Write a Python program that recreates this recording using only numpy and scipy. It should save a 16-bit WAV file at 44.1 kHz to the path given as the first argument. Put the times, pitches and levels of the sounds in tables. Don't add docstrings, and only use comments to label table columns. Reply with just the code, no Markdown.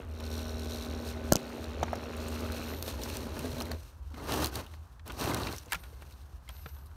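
import sys
import numpy as np
from scipy import signal
from scipy.fft import rfft, irfft
from scipy.io import wavfile

SR = 44100
rng = np.random.default_rng(int(sys.argv[2]) if len(sys.argv) > 2 else 0)


def convert_level_to_amplitude(level_db):
    exponent = np.asarray(level_db, float) / 20
    return 10 ** exponent


def unload_audio(sound):
    columns = np.transpose(np.atleast_2d(sound))
    steps = np.round(np.clip(columns, -1, 1) * 32767)
    wavfile.write(sys.argv[1], SR, steps.astype(np.int16))


N = 306923
TIME_S = np.arange(N) / SR
CHOP_HZ = 78.9
GRIP_ENDS_S, CRAWL_ENDS_S = 2.76, 4.0
GRIPPING, CRAWLING = TIME_S < GRIP_ENDS_S, TIME_S < CRAWL_ENDS_S


def rms_one(x):
    return x / np.sqrt(np.mean(x ** 2) + 1e-20)


def in_time(rows, outside=None):
    s, *columns = np.transpose(rows)
    return [np.interp(TIME_S, s, c, left=outside, right=outside) for c in columns]


def drift(rate):
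    r = np.exp(-40 * np.pi * rate / SR)
    noise = rng.standard_normal(N // 20 + 2002)
    slow = signal.lfilter([1], [1, -2 * r, r * r], noise)[2000:]
    return np.interp(np.arange(N) / 20, np.arange(len(slow)), rms_one(slow))


def colour(x, spectrum):
    hz, db = np.transpose(spectrum)
    grid = np.maximum(np.arange(8193) * SR / 16384, 1)
    log_gain = np.interp(np.log(grid), np.log(hz), db, left=-90, right=-90) * np.log(10) / 20
    cepstrum = irfft(log_gain)
    cepstrum[1:8192] *= 2
    cepstrum[8193:] = 0
    response = irfft(np.exp(rfft(cepstrum)))
    return rms_one(signal.fftconvolve(x, response)[:N])


def resonate(x, modes):
    out = 0
    for k, (hz, width, db) in enumerate(modes):
        r = np.exp(-np.pi * width / SR)
        a = [1, -2 * r * np.cos(2 * np.pi * hz / SR), r * r]
        b = np.array([1, 0, -1]) * (1 - r * r) / 2
        out = out + (-1) ** k * convert_level_to_amplitude(db) * signal.lfilter(b, a, x + 1e-18)
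    return rms_one(out)


def grains(per_s, spread_db, bed):
    sizes = convert_level_to_amplitude(spread_db * np.minimum(rng.exponential(1, N), 4)) * rng.choice([-1, 1], N)
    clicks = sizes * (rng.random(N) < per_s / SR)
    return rms_one(clicks) + bed * rng.standard_normal(N)


def burst(noise, low_hz, high_hz, t60, rise_s=.00012):
    t = np.arange(len(noise)) / SR
    band = signal.butter(2, np.clip([low_hz, high_hz], 50, 17000), "band", fs=SR, output="sos")
    puff = signal.sosfilt(band, noise * convert_level_to_amplitude(-60 * t / t60) * (1 - np.exp(-t / rise_s)))
    return puff / np.abs(puff).max()


def add(out, s, sound):
    at = int(s * SR)
    out[at:at + len(sound)] += sound[:N - at]


def swells(rows, rise_db_per_s, fall_db_per_s):
    s, length, db = np.transpose(rows)[:, :, None]
    t = np.arange(0, N, 32) / SR
    early_s, late_s = np.maximum(s - t, 0), np.maximum(t - s - length, 0)
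    shape_db = db - rise_db_per_s * early_s - fall_db_per_s * late_s
    return np.interp(TIME_S, t, np.sum(convert_level_to_amplitude(shape_db) ** 2, axis=0))


# (start t/s, length t/s, depth level/dB)
BASS_SAGS = [
    (1.435, 0.14, -21.5),
    (1.975, 0.08, -8),
]


def bass_sag():
    sag_db, edge_s = 0, .11
    for s, length, db in BASS_SAGS:
        inside_s = np.minimum(TIME_S - s, s + length - TIME_S)
        sag_db = sag_db + db * np.clip(inside_s / edge_s + 1, 0, 1)
    return convert_level_to_amplitude(sag_db)


# (f/Hz, level/dB per Hz)
RUMBLE_COLOUR = [(12, -62.5), (20, -49.5), (27, -35.5), (36, -11.5), (59, 3), (80, 3.5), (92, -10.5),
                 (129, -14), (191, -36.5), (220, -31), (290, -53), (480, -120)]
# (f/Hz, level/dB per Hz)
AIR = [(100, -30), (160, -8), (250, -17), (470, -23), (950, -15), (1500, -20), (2100, -33), (5000, -38),
       (13900, -43), (16400, -45)]


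def woodland():
    rumble_gain = convert_level_to_amplitude(-45.5 - 0.13 * TIME_S) * bass_sag()
    rumble = rumble_gain * colour(rng.standard_normal(N), RUMBLE_COLOUR)
    air = convert_level_to_amplitude(-64.5 + drift(5.4)) * colour(rng.standard_normal(N), AIR)
    return rumble + air


# (t/s, gear tooth rate f/Hz, level/dB)
SERVO = [
    [(2.63, 1000, -68), (2.7, 1000, -60), (2.86, 1018, -59), (2.9, 1020, -67)],
    [(5.77, 704, -84), (5.8, 755, -67), (5.88, 600, -75), (5.93, 560, -79), (6.2, 500, -83),
     (6.3, 500, -92)],
    [(6.495, 480, -75), (6.52, 610, -67), (6.556, 786, -65), (6.586, 794, -63), (6.64, 730, -67),
     (6.695, 700, -65), (6.77, 590, -67), (6.9, 572, -79), (6.925, 535, -85)],
]
# (least noise share 0-1, lower case ring level/dB)
SERVO_MOVES = [
    (.78, -20),
    (.75, -3),
    (.5, -14),
]
# (t/s, f/Hz, level/dB)
SERVO_GLIDE = [(6.58, 5600, -84), (6.6, 5400, -73), (6.635, 4950, -72), (6.68, 4550, -74),
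               (6.71, 4350, -86)]
# (f/Hz, width f/Hz, level/dB)
SERVO_CASE = [(12120, 260, 0), (11500, 500, -9), (12750, 450, -9), (14300, 500, -17)]
# (f/Hz, width f/Hz, level/dB)
SERVO_LOWER = [(9050, 340, -1), (9540, 470, -6), (5000, 800, -15.5)]


def servo():
    out, noise, wobble = 0, rng.standard_normal(N), drift(40.0)
    unsteady = 1 + .004 * wobble
    tooth_hz = in_time(sum(SERVO, []))[0]
    teeth = (2 * np.pi * (np.cumsum(tooth_hz * unsteady) / SR % 1)).astype(np.float32)
    ticks = rms_one(sum(np.cos(k * teeth) * (k * tooth_hz < 16000) for k in range(5, 30)))
    blurred_hz, clear_hz = 500, 900
    for rows, (least, lower_db) in zip(SERVO, SERVO_MOVES):
        level_db = in_time(rows, outside=-140)[1]
        share = np.clip((clear_hz - tooth_hz) / (clear_hz - blurred_hz), least, .95) ** 1.5
        drive = (1 - share) * ticks + share * noise
        ring = resonate(drive, SERVO_CASE) + convert_level_to_amplitude(lower_db) * resonate(drive, SERVO_LOWER)
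        out = out + convert_level_to_amplitude(level_db + 4.0) * ring
    glide_hz, glide_db = in_time(SERVO_GLIDE, outside=-140)
    whistle = np.sin(2 * np.pi * np.cumsum(glide_hz * unsteady) / SR)
    return out + convert_level_to_amplitude(glide_db + 3 * wobble) * whistle


# (t/s, peak level/dB, f/Hz, t60 t/s)
THUDS = [(1.3215, -4.5, 594, 0.015), (1.3228, -28.5, 1392, 0.078), (1.321, -33, 1095, 0.059),
         (1.3207, -20, 1625, 0.017), (1.324, -32, 3000, .015), (1.327, -39, 1495, .035),
         (1.8291, -13, 717, 0.016), (1.9308, -14.5, 740, 0.011), (1.3234, -5.5, 298, 0.012),
         (1.324, -6, 215, 0.016), (1.3544, -6.5, 630, 0.0045), (1.83, -29, 330, 0.025),
         (1.835, -29, 170, 0.032), (6.478, -46, 2100, 0.029), (3.4, -36.5, 137, .15),
         (3.529, -34, 140, .12), (4.139, -39.5, 246, 0.092), (6.49, -39, 3240, 0.026),
         (6.49, -40, 93, 0.072), (1.356, -17, 196, 0.03), (5.722, -39, 792, 0.12), (5.757, -43, 167, 0.11),
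         (5.668, -46, 490, 0.044), (5.928, -47, 453, 0.049), (6.659, -38, 145, 0.047),
         (6.661, -44.5, 455, 0.068)]


def thuds():
    out, t = np.zeros(N), np.arange(4000) / SR
    onset = 1 - np.exp(-t / 0.00052)
    for s, db, hz, t60 in THUDS:
        add(out, s, -convert_level_to_amplitude(db - 60 * t / t60) * np.sin(2 * np.pi * hz * t) * onset)
    return out


# (t/s, peak level/dB, centre f/Hz, ring t60 t/s)
KNOCKS = [(0.204, -37, 720, 0.044), (1.172, -44, 690, 0.032), (1.223, -51, 700, 0.025),
          (1.503, -35, 700, 0.02), (1.829, -25.5, 1260, 0.017), (3.642, -58, 800, .02),
          (1.832, -25, 750, 0.034), (1.881, -33, 900, 0.034), (1.933, -26, 690, 0.041),
          (2.736, -31.5, 2020, 0.021), (2.879, -28.5, 500, 0.022), (3.059, -32, 880, 0.024),
          (3.366, -32, 610, 0.059), (3.609, -26, 517, 0.043), (3.714, -28.5, 705, 0.024),
          (4.142, -39.5, 1500, 0.019), (4.284, -31, 1010, 0.033), (4.738, -41.5, 1140, 0.031),
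          (4.995, -45, 1830, 0.024), (5.098, -32, 1440, 0.04), (5.188, -38, 794, 0.031),
          (5.47, -24.5, 2370, 0.03), (5.722, -22, 1546, 0.038), (5.729, -23.5, 1706, 0.062),
          (5.744, -27.5, 1400, 0.066), (5.733, -29.5, 1010, 0.065), (5.752, -28.5, 2390, 0.024),
          (5.834, -43.5, 1447, 0.12), (6.021, -39, 1085, 0.044), (6.493, -38.5, 1028, 0.063),
          (6.659, -32, 1370, 0.036), (6.689, -49, 1710, .025), (6.766, -49, 1500, .025),
          (6.914, -52, 1510, 0.026), (6.55, -50, 700, 0.025)]


def knocks():
    out, noise, t = np.zeros(N), rng.standard_normal((len(KNOCKS), 3000)), np.arange(3000) / SR
    for (s, db, hz, t60), a in zip(KNOCKS, noise):
        ring = 0.54 * np.sin(2 * np.pi * hz * t) * convert_level_to_amplitude(-60 * t / t60)
        sound = burst(a, hz / 2.26, hz * 1.88, t60) + ring
        add(out, s, convert_level_to_amplitude(db - 1.0) * sound / np.abs(sound).max())
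    return out


# (t/s, peak level/dB, centre f/Hz, bright part level/dB)
CRACKS = [(1.3208, -16, 8640, 8), (1.3662, -28, 2650, -6), (1.8295, -31, 2440, 11), (1.8315, -28, 3440, -3),
          (1.9303, -32, 1920, 5), (1.831, -26, 6300, -6), (2.825, -15, 5300, 23), (3.1688, -21, 2680, 26),
          (3.391, -23.5, 2560, 17), (3.6026, -20.5, 4050, 7.5), (3.6197, -21.5, 5600, 5),
          (3.716, -23.5, 4000, 1), (3.714, -26, 1700, 7), (4.3112, -26, 2670, -1), (4.3203, -17.5, 3800, 7),
          (4.3394, -20, 3070, 13), (4.4432, -14, 4400, 6), (4.4583, -14, 5760, 18),
          (5.0769, -28.5, 2860, 12), (5.1007, -32, 2880, -10), (5.1194, -29, 4050, 20),
          (5.2101, -22, 4200, 7), (5.3444, -15, 3860, 14), (5.7208, -15, 8360, 11),
          (5.7308, -12.5, 2680, 17), (6.02, -41, 2560, 20), (6.4894, -28.5, 2350, 12),
          (6.6588, -48, 2480, 10)]
# (t/s, peak level/dB, centre f/Hz)
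TICKS = [(0.204, -31, 2860), (1.641, -29, 3970), (1.954, -30.5, 5700), (2.166, -33, 8950),
         (2.283, -27, 7940), (2.878, -25, 3600), (3.034, -21, 5600), (3.098, -27.5, 2700),
         (3.452, -27, 3930), (3.8304, -40, 5400), (4.1438, -46, 2660), (4.2857, -29, 2620),
         (4.4218, -24, 4110), (4.469, -22.5, 4600), (4.555, -19.5, 4040), (4.59, -34, 2680),
         (4.663, -37, 3180), (4.7396, -46, 4220), (5.0603, -44, 4060), (5.143, -46, 4400),
         (5.513, -37, 2500), (0.743, -33, 11500), (1.075, -38, 9000), (2.52, -25.5, 4000),
         (2.405, -31, 4600), (2.765, -34, 3900), (5.189, -44, 4150), (5.471, -33, 2520), (5.525, -25, 4250),
         (5.5615, -30, 5700), (5.5817, -26.5, 6000), (5.6582, -39.5, 6540), (5.745, -26, 2560),
         (5.7534, -33, 2520), (5.836, -37.5, 3370), (6.122, -42, 4250), (6.8586, -46, 9640),
         (6.867, -47, 4100), (6.399, -59, 5000), (6.503, -50, 4600), (6.552, -54, 4750), (6.689, -49, 5600),
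         (6.797, -54, 4500), (2.993, -36, 2610), (3.017, -28, 3740), (3.4254, -32, 4320),
         (3.46, -33.5, 1810), (3.515, -30, 4060), (3.545, -34, 2660), (3.5818, -31, 3590),
         (3.609, -25.5, 2720), (3.6537, -30, 3940), (3.665, -34, 2050), (4.328, -28, 2900),
         (4.366, -33, 5870), (5.239, -23.5, 2620), (5.2572, -24, 2570), (5.291, -33, 2940),
         (5.3105, -29, 4000), (5.335, -27, 5500), (5.372, -27, 2680), (5.3993, -31, 2860),
         (5.4173, -34, 4300), (5.749, -32, 6000), (6.064, -56, 2400), (6.108, -44.5, 2450),
         (6.365, -58, 9200)]


def cracks():
    breaks = CRACKS + [(*row, 6) for row in TICKS]
    out, noise = np.zeros(N), rng.standard_normal((len(breaks), 2, 1500))
    rise_s = .0005
    for (s, db, hz, bright_db), (a, b) in zip(breaks, noise):
        t60 = .0042 * convert_level_to_amplitude(-.3 * db)
        rip = convert_level_to_amplitude(bright_db - 4.0) * burst(a, 2200, 16000, t60, rise_s)
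        sound = rip + burst(b, hz / 1.13, hz * 1.13, 1.9 * t60, rise_s)
        add(out, s + .0004, convert_level_to_amplitude(db - 6.0) * sound / np.abs(sound).max())
    return out


# (t/s, peak level/dB, top ring level/dB)
SNAPS = [
    (1.3233, -4, -4),
    (1.3332, -12, -2.5),
    (1.3566, -9.5, -10),
    (1.3662, -21, -13),
]
# (f/Hz, width f/Hz, level/dB)
SNAP_RING = [(3000, 500, -7), (4200, 940, -3.5), (6140, 1500, 1), (8460, 1600, -4)]


def snaps():
    out, noise, t = np.zeros(N), rng.standard_normal((len(SNAPS), 600)), np.arange(600) / SR
    for (s, db, top_db), a in zip(SNAPS, noise):
        step = (t == 0) + convert_level_to_amplitude(-18 - 60 * t / .004) * a
        sound = resonate(step, SNAP_RING + [(12900, 2000, top_db)])
        add(out, s, convert_level_to_amplitude(db) * sound / np.abs(sound).max())
    return out


# (t/s, torque hum level/dB, pinion mesh level/dB)
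HUM = [(0.05, -54, -83), (0.17, -54.5, -60), (0.23, -47, -54.5), (0.36, -47, -48), (0.46, -46, -50),
       (0.57, -47.5, -52), (0.63, -46.5, -53), (0.85, -48.5, -53), (1.35, -45.5, -64), (1.43, -48.5, -69),
       (2.0, -50.5, -53), (2.36, -44, -70), (2.72, -48.5, -59), (2.8, -55, -65), (3.0, -52.5, -65),
       (3.58, -50.5, -59), (3.74, -47, -62), (3.8, -67, -86)]
# (multiple, level/dB under the third)
HUM_ORDERS = [(2, -22.5), (2.5, -25), (3.5, -15.5), (4, -26.5), (5, -8.5), (5.5, -12.5), (6, -16), (7, -14),
              (8, -12), (9, -25.5), (10, -17.5), (11, -22), (13, -22.5), (14, -22), (15, -35), (17, -27.5),
              (19, -17.5)]


def motor_hum(turn):
    third_db = in_time(HUM, outside=-140)[0]
    first = convert_level_to_amplitude(-40.5 + 0.54 * (third_db + 44.0)) * bass_sag()
    stutter_db = 5 * drift(14.0) * (TIME_S > GRIP_ENDS_S)
    sway = [drift(1.7) for _ in range(4)]
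    wavering = 0
    for j, (k, db) in enumerate(HUM_ORDERS):
        wavering = wavering + convert_level_to_amplitude(db + 1.4 * sway[j % 4]) * np.cos(k * turn)
    upper = convert_level_to_amplitude(third_db + 1.2 + stutter_db) * (np.cos(3 * turn) + wavering)
    return -np.sqrt(2) * (first * np.cos(turn) + upper)


# (t/s, growl level/dB)
LOAD = [(0.0, -45), (0.07, -53.5), (0.16, -51), (0.22, -47), (1.45, -44.5), (2.5, -43), (2.72, -42),
        (2.8, -46), (3.05, -42.5), (3.27, -44), (3.735, -43), (3.8, -60.5), (3.97, -67.5), (4.64, -56.5),
        (5.04, -74.5), (5.7, -58), (6.3, -64.5), (6.96, -67)]
# (start t/s, length t/s, growl level/dB)
SLIPS = [(4.18, 0.08, -45), (4.26, 0.036, -44), (4.3, 0.058, -32.5), (4.4, 0.047, -33), (4.52, 0.026, -54),
         (4.555, 0.045, -39), (5.13, .05, -48), (5.19, .015, -45.5), (5.215, 0.14, -33.5),
         (5.37, 0.15, -38.5), (5.735, 0.02, -69)]
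# (start t/s, length t/s, growl level/dB)
JERKS = [
    (4.103, .07, -56),
    (5.06, 0.057, -45.5),
]
# (start t/s, length t/s, crunch level/dB)
BITES = [(.23, 0.074, -62), (.33, 0.082, -53), (.44, 0.11, -67), (.495, .008, -57), (.605, 0.058, -58),
         (.7, 0.17, -57), (.92, 0.14, -64), (1.065, 0.041, -53), (1.17, .06, -73), (1.25, 0.37, -60),
         (2.2, 0.079, -53.5), (2.32, 0.15, -53.5), (2.53, 0.18, -53.5), (2.885, 0.011, -48.5),
         (3.03, 0.03, -55), (3.09, .03, -56), (3.14, 0.0086, -51.5), (3.21, 0.034, -62),
         (3.36, 0.23, -58.5), (3.79, 0.1, -66), (4.06, 0.019, -76), (4.34, 0.0083, -45.5),
         (4.425, 0.01, -48.5), (4.555, 0.0067, -53.5), (4.7, 0.063, -68.5), (5.2, 0.068, -54),
         (5.43, 0.026, -53.5), (5.52, 0.064, -60), (5.725, 0.0047, -55), (5.84, 0.059, -73),
         (5.96, 0.25, -72.5), (6.5, 0.2, -69.5), (6.76, .04, -72)]


def wheel_work():
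    load_db = in_time(LOAD)[0]
    slips = swells(SLIPS, 406, 297.5) + swells(JERKS, 3000, 297.5)
    bites = swells(BITES, 309, 213)
    growl = convert_level_to_amplitude(load_db) ** 2 + slips
    slack_db = np.minimum(60.0 * (TIME_S - .2), 0)
    rattle = convert_level_to_amplitude(load_db + slack_db - 11) ** 2 + convert_level_to_amplitude(-10) ** 2 * slips + convert_level_to_amplitude(3) ** 2 * bites
    crunch = convert_level_to_amplitude(-68 + 0.65 * (load_db + 50.0)) ** 2 + convert_level_to_amplitude(-17) ** 2 * slips + bites
    return np.sqrt([growl, rattle, crunch])


# (t/s, share 0-1)
SLACK = [(.2, .75), (.5, .6), (.7, .95), (.9, .85), (1.1, .45), (2.2, .5), (2.5, .35), (2.76, .5)]


def gear_slap(turn):
    depth = np.where(GRIPPING, 0.86 * in_time(SLACK)[0], 0.35)
    depth = np.clip(depth, 0, 1) * (TIME_S < HUM[-1][0])
    pulse = .5 + .5 * np.cos(turn - .3 + .25 * drift(20.0))
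    pulse = pulse * convert_level_to_amplitude(1.3 * drift(40.0)) * (1 + .45 * np.cos(3 * turn))
    return 1 - depth + depth * 3.33 * pulse


def ahead(slap, share):
    return np.roll(slap, -int(share * SR / CHOP_HZ))


def housing_knock(turn):
    cycles = turn / (2 * np.pi) - .29 + .015 * drift(30.0)
    sizes_db = 1.2 * rng.standard_normal(600)
    return rms_one(convert_level_to_amplitude(sizes_db[cycles.astype(int) % 600] - 26 * (cycles % 1)))


# (f/Hz, width f/Hz, level/dB)
FLOOR_RING = [(1120, 350, 1), (1500, 300, 2), (2140, 240, -8), (2660, 300, -2)]
# (t/s, level/dB over the growl)
FLOOR_KNOCK = [(.2, -13), (1.2, -14), (2.0, -12), (2.15, -9), (2.55, -9), (2.76, -12)]


def shell_floor(knock):
    tap = rms_one(np.maximum(np.diff(knock, prepend=0), 0))
    floor = resonate(rng.standard_normal(N) * knock + .9 * tap, FLOOR_RING)
    return convert_level_to_amplitude(in_time(FLOOR_KNOCK)[0]) * GRIPPING * floor


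# (f/Hz, level/dB per Hz)
GROWL = [(55, -4), (90, -2.5), (175, -15), (260, -6.5), (400, -8.5), (640, -10.5), (720, -17),
         (1100, -27.5), (2000, -46)]
# (f/Hz, level/dB per Hz)
GROWL_UPPER = [(500, -23), (800, 0), (1500, -5.5), (2500, -9), (3300, -12), (4500, -30)]
# (f/Hz, level/dB per Hz)
GRIND = [(53, -9), (90, 4), (124, -3), (166, -7), (328, -3), (526, -9), (1160, -10.5), (1650, -19.5),
         (1950, -21), (2500, -42), (3250, -25), (5500, -120)]


def growl(lumps, slap, knocked):
    rasp = np.where(GRIPPING, rng.standard_normal(N) * knocked, rms_one(lumps))
    loaded = colour(lumps * slap ** .3, GROWL) + convert_level_to_amplitude(-10) * colour(rasp, GROWL_UPPER)
    return np.where(CRAWLING, loaded, colour(lumps, GRIND))


# (f/Hz, width f/Hz, level/dB)
SHELL = [(1526, 52, 5), (2100, 100, 2), (2680, 460, 4), (3980, 800, 6), (4520, 370, -0.5), (5600, 330, -26),
         (7150, 690, -6.5)]


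def gear_rattle(clumps, slap, knocked):
    chatter = grains(6000, 4.0, bed=0.85) * convert_level_to_amplitude(2.5 * clumps)
    low = resonate(chatter * knocked, SHELL[:3])
    high = resonate(chatter * ahead(slap, .2) ** 1.55, SHELL[3:])
    buzz = rms_one(convert_level_to_amplitude(-6.0) * low + high)
    pings = 0
    for hz, width, db in SHELL:
        pings = pings + convert_level_to_amplitude(db) * resonate(grains(70, 5.5, bed=0.075), [(hz, 0.6 * width, 0)])
    return buzz + np.where(CRAWLING, .15, .9) * rms_one(pings)


# (f/Hz, width f/Hz, level/dB)
PINION = [(3850, 330, 2), (4250, 250, -2.5), (5600, 210, 3.5), (4960, 590, -13.5), (8920, 200, -9),
          (12000, 360, -8)]


def pinion_whine(turn, slap):
    wobbling = (TIME_S > 2.15) * GRIPPING
    wobble_db = 3.5 * np.cos(turn / 3 + 1.4) * wobbling
    mesh = rng.standard_normal(N) * ahead(slap, .12) ** 1.33 * convert_level_to_amplitude(wobble_db)
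    whine_db = in_time(HUM, outside=-120)[1]
    return convert_level_to_amplitude(whine_db - 7.1) * resonate(mesh, PINION)


# (f/Hz, level/dB per Hz)
CLACK = [(1500, -34), (4000, -10), (5700, -4), (7500, -12.5), (8800, -2.5), (10400, -25), (11800, -3),
         (15700, -20.5)]


def backlash(turn):
    cycles = turn / (2 * np.pi) + .25 + .13 * drift(1.2) + .03 * drift(30.0)
    sizes_db = 3 * rng.standard_normal(600)
    ticks = convert_level_to_amplitude(sizes_db[cycles.astype(int) % 600] - 24 * (cycles % 1)) * rng.standard_normal(N)
    return convert_level_to_amplitude(-5) * colour(ticks, CLACK)


# (f/Hz, level/dB per Hz)
CRUNCH = [(1060, -4), (1800, -3.5), (1950, -13.5), (2630, -3.5), (3390, -6), (4260, -4.5), (4920, -7),
          (5900, -3.5), (7600, -13), (8330, -6.5), (10300, -12.5), (12500, -7.5), (15700, -15)]


def leaf_crunch(turn, clumps, slap):
    patches = convert_level_to_amplitude(2.2 * drift(25.0))
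    litter = grains(3000 * convert_level_to_amplitude(2.5 * clumps), 3.3, bed=.8)
    leaves = colour(litter * patches * slap ** .35, CRUNCH)
    gripped = convert_level_to_amplitude(-5.5) * leaves + convert_level_to_amplitude(-2.5) * in_time(SLACK)[0] * backlash(turn)
    return np.where(GRIPPING, gripped, leaves)


def wheels(turn):
    growl_gain, rattle_gain, crunch_gain = wheel_work()
    slap = gear_slap(turn)
    clumps = drift(60.0) * np.where(GRIPPING, .25, np.where(CRAWLING, .6, .9))
    lumps = grains(400 * convert_level_to_amplitude(2.7 * clumps), 2.6, bed=1.0) * convert_level_to_amplitude(1.27 * drift(11.0))
    knock = housing_knock(turn)
    knocked = np.where(GRIPPING, .22 + knock, 1)
    low = growl_gain * (growl(lumps, slap, knocked) + shell_floor(knock))
    rattle = convert_level_to_amplitude(-3.5) * rattle_gain * gear_rattle(clumps, slap, knocked)
    crunch = convert_level_to_amplitude(5.5) * crunch_gain * leaf_crunch(turn, clumps, slap)
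    return low + rattle + pinion_whine(turn, slap) + crunch


def scene():
    turn = 2 * np.pi * np.cumsum(CHOP_HZ * (1 + 0.00183 * drift(1.84))) / SR
    scrabbling = np.clip(8 * (TIME_S - GRIP_ENDS_S), 0, 1)
    turn = turn + .55 * scrabbling * drift(7.0)
    background = woodland() + servo()
    twigs = thuds() + knocks() + cracks() + snaps()
    return (background + twigs + motor_hum(turn) + wheels(turn))[None]


def band_limit(x):
    return signal.sosfilt(signal.butter(12, 17080, fs=SR, output="sos"), x)


def record(dry):
    bass_cut = signal.sosfilt(signal.butter(3, 38.0, "high", fs=SR, output="sos"), dry)
    mix = signal.sosfilt(signal.cheby2(12, 60, 16600, fs=SR, output="sos"), bass_cut)
    return band_limit(mix)


dry = scene()
out = record(dry)
unload_audio(out)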